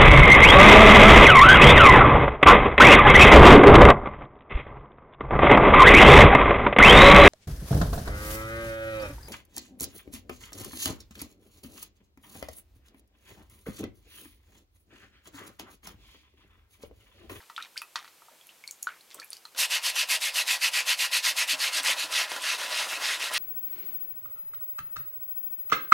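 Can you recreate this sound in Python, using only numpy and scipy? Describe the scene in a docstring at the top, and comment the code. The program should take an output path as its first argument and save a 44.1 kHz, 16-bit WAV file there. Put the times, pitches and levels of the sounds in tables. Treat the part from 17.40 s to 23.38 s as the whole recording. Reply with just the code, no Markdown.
"""A bristle brush scrubs a wet suede sneaker in a steel sink, close to a single microphone.
It pushes and pulls about eight times a second, slowing and circling as the lather builds:
bristles flick over the nap, foam fizzes, the hollow shoe rumbles, and the basin colours it all.
For two seconds beforehand, cleaner is squirted into a small plastic tub of water over the sink:
drops patter and ring as tiny bubbles. All sits in the centre, with the faint air of a small room behind."""
import sys
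import numpy as np
from scipy import signal
from scipy.fft import rfft, irfft
from scipy.io import wavfile
from scipy.ndimage import uniform_filter1d

SR = 44100
rng = np.random.default_rng(int(sys.argv[2]) if len(sys.argv) > 2 else 0)


def persist_wave(psi):
    """Save psi, clipped to +-1, as 16-bit WAV."""
    counts = np.round(np.clip(psi, -1, 1) * 32767).astype(np.int16)
    wavfile.write(sys.argv[1], SR, np.atleast_2d(counts).T)


N = 263718
TIME = np.arange(N) / SR

# air of the room behind the sink: f/Hz, level/dB
ROOM_AIR = [(18, -30), (30, -13), (48, -14), (192, -3), (270, -5), (332, 0.5), (575, 1), (1110, 1),
            (1870, -1.5), (2240, 1), (5590, -3), (13600, -3.5), (15500, -9)]
# swarms of tiny bubbles in stirred water: t/s, length/s, level/dB, middle f/Hz
SWARMS = [(.0, 0.048, -55, 2080), (0.201, 0.07, -48.5, 2610), (0.366, 0.037, -50.5, 5000),
          (0.564, .11, -50, 2360), (0.914, 0.054, -59, 694), (1.098, 0.054, -64, 3800),
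          (1.487, 0.086, -50, 1860), (1.704, 0.087, -55.5, 4200), (1.743, 0.095, -52.5, 750),
          (1.785, 0.047, -57, 2040), (1.913, 0.056, -55.5, 5050)]
# drops and knocks on the tub: t/s, level/dB, tilt/(dB per octave)
TUB_TAPS = [(.098, -31.5, -10), (.418, -29.5, -7), (0.5572, -14.5, -1), (.645, -34.5, -2),
            (.678, -38.5, -2), (.820, -42, -20), (0.884, -42.5, -25), (1.471, -34, 0), (2.053, -36.5, -5)]
# modes of the plastic tub: f/Hz, level/dB, t60/s
TUB_MODES = [(696, -19, 0.041), (931, -3.5, 0.034), (1090, -9, 0.03), (1235, 5.5, 0.033), (1390, 6.5, 0.02),
             (1750, -7.5, 0.076), (1936, -2, 0.063), (2600, -6, 0.035), (3370, -6, 0.03), (3650, 2.5, 0.03),
             (4080, 2, 0.046), (4320, -2, 0.042), (4590, 0, 0.048), (5500, -23, 0.046)]
# bubbles trapped by drops, later foam bursts: t/s, f/Hz, level/dB, glide/share of f, snap/dB re ring
CLEAR_BUBBLES = [(0.1636, 3140, -28, 1.5, -5), (0.179, 1288, -26, 0.7, 6), (.189, 1280, -33, .25, -20),
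                 (0.225, 3620, -29.5, 0.8, -3.5), (0.3592, 1390, -37.5, 1.3, -4),
                 (.368, 1916, -32, 3.5, -7), (.377, 4360, -20.5, 1, -7.5), (0.4177, 2560, -30, 0, -9),
                 (0.418, 9760, -35.5, 0.7, 2), (1.012, 3300, -45, .1, -15), (1.0695, 10900, -39, .3, -4),
                 (1.091, 2600, -40, 1.3, -13), (1.239, 2170, -36, 0.2, 0), (1.2765, 4350, -31.5, 0, 0.5),
                 (1.289, 2265, -39.5, 0, -11), (1.310, 6270, -26, 1.3, -4), (1.4265, 10550, -25, 0.5, -11),
                 (1.429, 6580, -20.5, 0.5, -6.5), (1.4707, 1370, -14, 0.4, -11),
                 (1.609, 3840, -44.5, 1, -10), (1.745, 7940, -33, .2, 0.5), (1.790, 1290, -41, 0.5, -12),
                 (1.799, 4620, -30, -0.5, -4), (1.818, 1850, -37, -0.6, -16),
                 (1.828, 2230, -37.5, 0.7, -14), (1.845, 11100, -33, 0.5, -20),
                 (1.9044, 9100, -26, 0.5, -21), (1.931, 4340, -28, 0.7, -2), (1.9682, 4630, -38.5, .6, -2),
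                 (2.053, 4270, -32, -0.2, -7), (4.433, 8460, -21, -.2, -9), (5.022, 8400, -24.5, 0.3, -12),
                 (5.938, 8500, -18, 1.5, -6)]
# colour of the drips at the microphone: f/Hz, level/dB
DRIP_SPECTRUM = [(50, -25), (250, -9), (600, -4.5), (900, -1.5), (16000, 1.5)]
# resonances of the steel basin: f/Hz, width/Hz, level/dB
BASIN_PEAKS = [(620, 70, 5.5), (1007, 40, 9.5), (1150, 28, 1), (1316, 25, 5), (1425, 50, 4), (1654, 54, 7),
               (1770, 23, 6), (1927, 83, 9.5), (2132, 54, 7.5), (2530, 39, 4), (3050, 51, 3),
               (4082, 46, -1.5), (4570, 67, -3), (6480, 110, 4)]
# modes of the hollow shoe: f/Hz, level/dB, t60/s
SHOE_MODES = [(160, -9, 0.14), (288, 3.5, 0.11), (620, 6, 0.1)]
# the brush shoves the shoe: t/s, level/dB
SHOVES = [(3.902, -52), (4.128, -42.5), (4.351, -47), (4.40, -47.5), (4.64, -46)]
# the brush bumps the shoe: t/s, level/dB, t60/s
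BRUSH_BUMPS = [(2.148, -35, 0.065), (4.917, -15.5, 0.023), (4.936, -28, 0.042), (4.962, -22, 0.054),
               (5.248, -27, 0.035)]
# colours of shoe, fizz and bristles in thin and in thick lather: f/Hz, level/dB
SHOE_THIN = [(60, -26), (190, -46), (280, -14), (370, -28), (500, 0.5), (620, 0), (800, 4), (1050, 2.5),
             (1500, -4), (3000, -17.5)]
SHOE_THICK = [(60, -41), (150, -20.5), (210, -20), (290, -9.5), (370, -7.5), (520, -1.5), (630, -1.5),
              (780, -3.5), (1050, -2.5), (1500, 0), (3000, -23.5)]
FOAM_THIN = [(1500, -68), (3200, 6), (4800, 3.5), (6500, 1), (9500, 1.5), (12000, -0.5), (13700, -1.5),
             (15500, -18.5)]
FOAM_THICK = [(1500, -31), (3200, -20), (4800, -3), (6500, -0.5), (9500, 0.5), (12000, -2), (13700, -11.5),
              (15500, -27)]
BRISTLE_THIN = [(200, -76), (500, -41.5), (900, -16), (1300, -11.5), (1800, -8), (2300, -3), (2650, 3.5),
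                (3200, -3.5), (4600, -2), (5600, -7.5), (7000, -12.5), (11000, -15), (16000, -51)]
BRISTLE_THICK = [(200, -51), (500, -33), (900, -15), (1300, -7), (1800, -5.5), (2300, -4), (2650, 1),
                 (3100, -3), (4600, -4), (5600, -8.5), (7000, -14.5), (11000, -27.5), (16000, -40)]
# foam under the brush: t/s, lather/(0-1)
LATHER_BUILD = [(2.2, 0), (3.9, 0.09), (4.4, 0.4), (4.9, 0.59), (5.9, 0.7)]
# the hand goes from straight strokes to circles: t/s, circling/(0-1)
HAND_CIRCLING = [(4.08, 0.21), (4.34, 0.66), (4.52, 0.57), (4.8, 0.17), (4.98, 0.83), (5.35, 1),
                 (5.9, 0.79)]
# brush strokes, push and pull in turn, each lasting until the next: t/s, level/dB
BRUSH_STROKES = [(2.161, -25.5), (2.284, -24.5), (2.413, -26.5), (2.534, -24.5), (2.669, -24),
                 (2.794, -26.5), (2.925, -23.5), (3.051, -24.5), (3.194, -24), (3.311, -24.5), (3.446, -24),
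                 (3.567, -25), (3.699, -22.5), (3.82, -22.5), (3.944, -24), (4.064, -24), (4.172, -26),
                 (4.314, -26), (4.426, -22.5), (4.555, -29.5), (4.682, -25), (4.875, -39), (5.004, -28),
                 (5.176, -34), (5.287, -29), (5.477, -33), (5.596, -27), (5.789, -30), (5.91, -25)]

SCRUB_START_S, LAST_STROKE_END_S = BRUSH_STROKES[0][0], 6.07
SIDE_SIGNS = np.array([[1], [-1]])  # left, right


def undb(db):
    """Decibels to gain."""
    return 10 ** (np.asarray(db) / 20)


def unit(x):
    """Scale to rms 1."""
    return x / np.sqrt(np.mean(x ** 2))


def add(track, s, sound):
    """Mix a sound into a track at time s."""
    start = max(int(s * SR), 0)
    track[start:start + len(sound)] += sound[:max(N - start, 0)]


def control(points):
    """A 0-1 curve through (t/s, value) points."""
    return np.clip(np.interp(TIME, *np.transpose(points)), 0, 1)


def fade(t, t60):
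    """Exponential decay, 60 dB down after t60."""
    return np.exp(-np.log(1000) * t / t60)


def wander(rate):
    """Random drift of rms 1 through rate points a second."""
    return unit(np.interp(TIME * rate, np.arange(N // 10), rng.standard_normal(N // 10)))


def flicks(rate, spread_db=0):
    """Random clicks, rate a second, of uneven size; their mean power is 1 at any rate."""
    chance = np.clip(rate / SR, 1e-4, 1)
    size = unit(rng.standard_normal(N) * undb(spread_db * rng.standard_normal(N)))
    return (rng.random(N) < chance) * size / np.sqrt(chance)


def colour(x, points, peaks=(), size=8192):
    """Causal filter with a smooth spectrum and resonances on top of it; white noise keeps its level."""
    hz = np.arange(size // 2 + 1) * SR / size
    knot_hz, knot_db = np.transpose(points)
    db = np.interp(np.log(hz + 1), np.log(knot_hz), knot_db)
    for centre, width, height in peaks:
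        db = db + height / (1 + (2 * (hz - centre) / width) ** 2)
    cepstrum = irfft(np.log(undb(db)))
    cepstrum[1:size // 2] *= 2  # fold to minimum phase
    cepstrum[size // 2 + 1:] = 0
    response = irfft(np.exp(rfft(cepstrum)))
    return signal.fftconvolve(x, response / np.sqrt(np.sum(response ** 2)))[:N]


def room_tone(level_db=-59, side_db=-10):
    """Faint steady air of the room, much the same left and right."""
    mid, side = (colour(rng.standard_normal(N), ROOM_AIR) for _ in range(2))
    return undb(level_db) * (mid + undb(side_db) * side * SIDE_SIGNS)


def reflections(x, t60, gap_s):
    """Dense echoes reach the microphone from the steel walls and the small room around them."""
    t = TIME[:SR // 2]
    tail = rng.standard_normal(len(t)) * fade(t, t60) * (t > gap_s)
    return signal.fftconvolve(x, tail / np.sqrt(np.sum(tail ** 2)))[:N]


def sloshes(spread_octaves=0.64, cycles=16, rise=0.13, spread_db=4, fall_db=13.7, count=50):
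    """Stirred water closes over many small bubbles, the early ones loudest, each with its own pitch."""
    out, t = np.zeros(N), TIME[:SR // 20]
    for s, length, db, middle_hz in SWARMS:
        swarm = np.zeros(N)
        for when, (octave, size) in zip(rng.random(count), rng.standard_normal((count, 2))):
            hz = min(middle_hz * 2 ** (spread_octaves * octave), SR / 4)
            pitch = hz * (1 + rise * np.minimum(t * hz / cycles, 1))
            ring = np.sin(2 * np.pi * np.cumsum(pitch) / SR) * fade(t, cycles / hz)
            add(swarm, s + length * when, undb(spread_db * size - fall_db * when) * ring)
        out += undb(db) * swarm / np.sqrt(np.sum(swarm ** 2) / (length * SR))
    return out


def tub_taps(splat_db=7, splat_t60=0.064):
    """Each tap rings the walls of the tub and splats on the water; soft ones reach only the low modes."""
    out, t = np.zeros(N), TIME[:SR // 4]
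    hz, db, t60 = np.transpose(TUB_MODES)[:, :, None]
    splat_band = signal.butter(2, [1000, 5400], "bandpass", fs=SR, output="sos")
    for s, level_db, tilt_db in TUB_TAPS:
        phase = 2 * np.pi * (hz * t + rng.random(hz.shape))
        modes = undb(db + tilt_db * np.log2(hz / 1400)) * fade(t, t60) * np.sin(phase)
        splat = fade(t, splat_t60) * signal.sosfilt(splat_band, rng.standard_normal(len(t)))
        tap = modes.sum(axis=0) + undb(splat_db + tilt_db) * splat
        add(out, s, undb(level_db) * tap / np.abs(tap).max())
    return out


def bubble(hz, db, glide, snap_db, ring_cycles=84, attack_cycles=0.33, snap_t60=0.011):
    """A film snaps and the trapped air rings, gliding as it climbs or sinks; small bubbles die fast."""
    t = TIME[:SR // 5]
    halvings = max(db + 29.5, 0) / 14  # harder-struck bubbles lie nearer the surface and burst sooner
    t60 = ring_cycles / hz / 2 ** halvings
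    pitch = hz * (1 + glide * np.minimum(t / t60, 1))
    attack = 1 - np.exp(-t * hz / attack_cycles)
    ring = attack * fade(t, t60) * np.sin(2 * np.pi * np.cumsum(pitch) / SR)
    band = signal.butter(2, [.7 * hz, min(2.5 * hz, .45 * SR)], "bandpass", fs=SR, output="sos")
    snap = signal.sosfilt(band, fade(t, snap_t60) * rng.standard_normal(len(t)))
    return undb(db) * (ring + undb(snap_db) * snap)


def bubbles(stray_start_s=1.68, stray_span_s=0.3, stray_hz=5200, stray_db=-50.5, strays=8):
    """Single bubbles ring out clearly, with a few faint strays while the water is stirred."""
    out = np.zeros(N)
    for s, hz, db, glide, snap_db in CLEAR_BUBBLES:
        add(out, s, bubble(hz, db, glide, snap_db))
    for when, octave, size in rng.random((strays, 3)):
        hz = stray_hz * 2 ** (2 * octave - 1)
        db = stray_db + 3 * (2 * size - 1)
        add(out, stray_start_s + when * stray_span_s, bubble(hz, db, glide=.3, snap_db=-2))
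    return out


def shoe_thuds(attack_s=0.01, detune=0.054):
    """Now and then the brush head shoves the shoe, and a hollow thud answers."""
    out, t = np.zeros(N), TIME[:SR // 4]
    hz, db, t60 = np.transpose(SHOE_MODES)[:, :, None]
    for s, level_db in SHOVES:
        pitch = hz * (1 + detune * rng.standard_normal(hz.shape))
        modes = undb(db) * fade(t, t60) * np.sin(2 * np.pi * pitch * t)
        add(out, s, undb(level_db) * (1 - np.exp(-t / attack_s)) * modes.sum(axis=0))
    return out


def brush_bumps(shoe_db=-10, bristle_db=-12):
    """All tufts land at once: a short burst through shoe and bristles."""
    bursts, t = np.zeros(N), TIME[:SR // 5]
    for s, db, t60 in BRUSH_BUMPS:
        add(bursts, s, undb(db) * fade(t, t60) * rng.standard_normal(len(t)))
    shoe = undb(shoe_db) * colour(bursts, SHOE_THICK, BASIN_PEAKS)
    return shoe + undb(bristle_db) * colour(bursts, BRISTLE_THICK, BASIN_PEAKS)


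def stroke_motion(lead_s, bend, stuck_db=-6, stuck_share=.19, release_share=0.016):
    """The hand drives the brush to and fro: swell (0-1), level/dB and direction (push 1, pull -1)."""
    starts, stroke_db = np.transpose(BRUSH_STROKES)
    place = np.interp(TIME + lead_s, np.append(starts, LAST_STROKE_END_S), np.arange(len(starts) + 1))
    stroke = np.minimum(place.astype(int), len(starts) - 1)
    progress = place - stroke
    push, circling = stroke % 2 == 0, control(HAND_CIRCLING)
    crest = np.where(push, .51, .44)  # fastest point as a share of the stroke
    warp = np.log(.5) / np.log(crest)
    sharpness = 2.3 * (1 - circling) + .75 * circling  # straight strokes stop dead at each turn
    speed = np.abs(np.sin(np.pi * progress ** warp)) ** sharpness
    swell = np.tanh(bend * speed) / np.tanh(bend)  # at full speed the bristles lie over, no louder
    stuck = .5 + .5 * np.tanh((stuck_share - progress) / release_share)  # they bend, then break loose
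    swell, level_db, direction = uniform_filter1d([swell, stroke_db[stroke], 2. * push - 1], size=600)
    return swell * undb(stuck_db * stuck * (1 - circling)), level_db, direction


def scrub_in_basin(clicks, thin, thick, lather):
    """Once the brush lands, its clicks ring the basin, passing from thin to thick lather in colour."""
    contact = clicks * (TIME > SCRUB_START_S)
    barely_soaped = colour(contact, thin, BASIN_PEAKS)
    lathered = colour(contact, thick, BASIN_PEAKS)
    return (1 - lather) * barely_soaped + lather * lathered


def shifting_tufts(x, spread_db):
    """The tufts in contact keep changing, so patches of the spectrum swell and sink."""
    bins = signal.stft(x, nperseg=512)[2]
    patches = uniform_filter1d(rng.standard_normal(bins.shape), size=7, axis=0)
    patches = uniform_filter1d(patches, size=9, axis=1)
    return signal.istft(bins * undb(spread_db * unit(patches)), nperseg=512)[1][:N]


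def shoe_rumble(lather, base_db=-47.5, foam_db=8, judder_db=2.5):
    """Tufts judder over seams and eyelets and shake the shoe; in foam it squelches through the turns."""
    swell, _, _ = stroke_motion(lead_s=0, bend=3.2)
    held = 0.11 + 0.45 * lather  # share of the force that lasts through a turn
    level_db = base_db + foam_db * np.sqrt(lather) + judder_db * wander(55)
    force = (held + (1 - held) * swell ** 0.23) * undb(level_db)
    return scrub_in_basin(flicks(3000, spread_db=2) * force, SHOE_THIN, SHOE_THICK, lather)


def foam_fizz(lather, base_db=-31, firm_stroke_db=-24.5, foam_db=-12.5, push_db=4.5, soak_s=0.46):
    """Wet tips tear the soap film into tiny bursts; thick foam dulls them."""
    swell, stroke_db, direction = stroke_motion(lead_s=0.0055, bend=1.18)
    level_db = base_db + 0.62 * (stroke_db - firm_stroke_db) + foam_db * lather ** 2
    nap = np.exp(-np.maximum(TIME - SCRUB_START_S, 0) / soak_s)
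    level_db += push_db * nap * direction  # pushes against the nap fizz more, until it is soaked
    floor_db = -57 + 9 * control(HAND_CIRCLING)
    force = np.hypot(swell ** 0.99 * undb(level_db), undb(floor_db))
    bursts = flicks(4500 + 22000 * swell) * undb(1.56 * wander(120))
    return shifting_tufts(scrub_in_basin(bursts * force, FOAM_THIN, FOAM_THICK, lather), spread_db=1)


def bristles(lather, trim_db=-0.64, foam_db=0.5):
    """Bristles catch on the nap and flick free, more of them at speed; whole tufts slip together."""
    swell, stroke_db, _ = stroke_motion(lead_s=0.00041, bend=0.98)
    floor_db = -46 + 5 * control(HAND_CIRCLING)
    force = np.hypot(swell * undb(stroke_db + trim_db + foam_db * lather), undb(floor_db))
    slip_db = 0.7 - 0.3 * lather
    clicks = flicks(5000 + 22000 * swell, spread_db=1.6) * undb(slip_db * wander(170))
    rasp = scrub_in_basin(clicks * force, BRISTLE_THIN, BRISTLE_THICK, lather)
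    return shifting_tufts(rasp, spread_db=2)


def scene(drip_echo_db=-7, scrub_echo_db=-14, scrub_db=-0.06, side_db=-20):
    """Close up at the sink: drips, then scrubbing, both centred; a trace of treble spreads sideways."""
    lather = control(LATHER_BUILD)
    drips = colour(bubbles() + tub_taps() + sloshes(), DRIP_SPECTRUM)
    scrub = bristles(lather) + foam_fizz(lather) + shoe_rumble(lather) + shoe_thuds() + brush_bumps()
    scrub *= undb(scrub_db)
    drip_echo = reflections(drips, t60=0.12, gap_s=0.00325)
    drip_echo = colour(drip_echo, [(1000, -2), (5000, -2), (12000, -3)])
    scrub_echo = reflections(scrub, t60=0.17, gap_s=0.0034)
    mid = drips + undb(drip_echo_db) * drip_echo + scrub + undb(scrub_echo_db) * scrub_echo
    side = reflections(mid, t60=0.019, gap_s=0)
    side = colour(side, [(300, -9), (1000, -38.5), (2500, -59.5), (8000, -32), (13000, 27.5)])
    return mid + undb(side_db) * side * SIDE_SIGNS + room_tone()


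def record(dry, top_hz=15900):
    """The recorder cuts the top steeply."""
    return signal.sosfilt(signal.ellip(10, .2, 80, top_hz, fs=SR, output="sos"), dry)


dry = scene()
out = record(dry)
persist_wave(out)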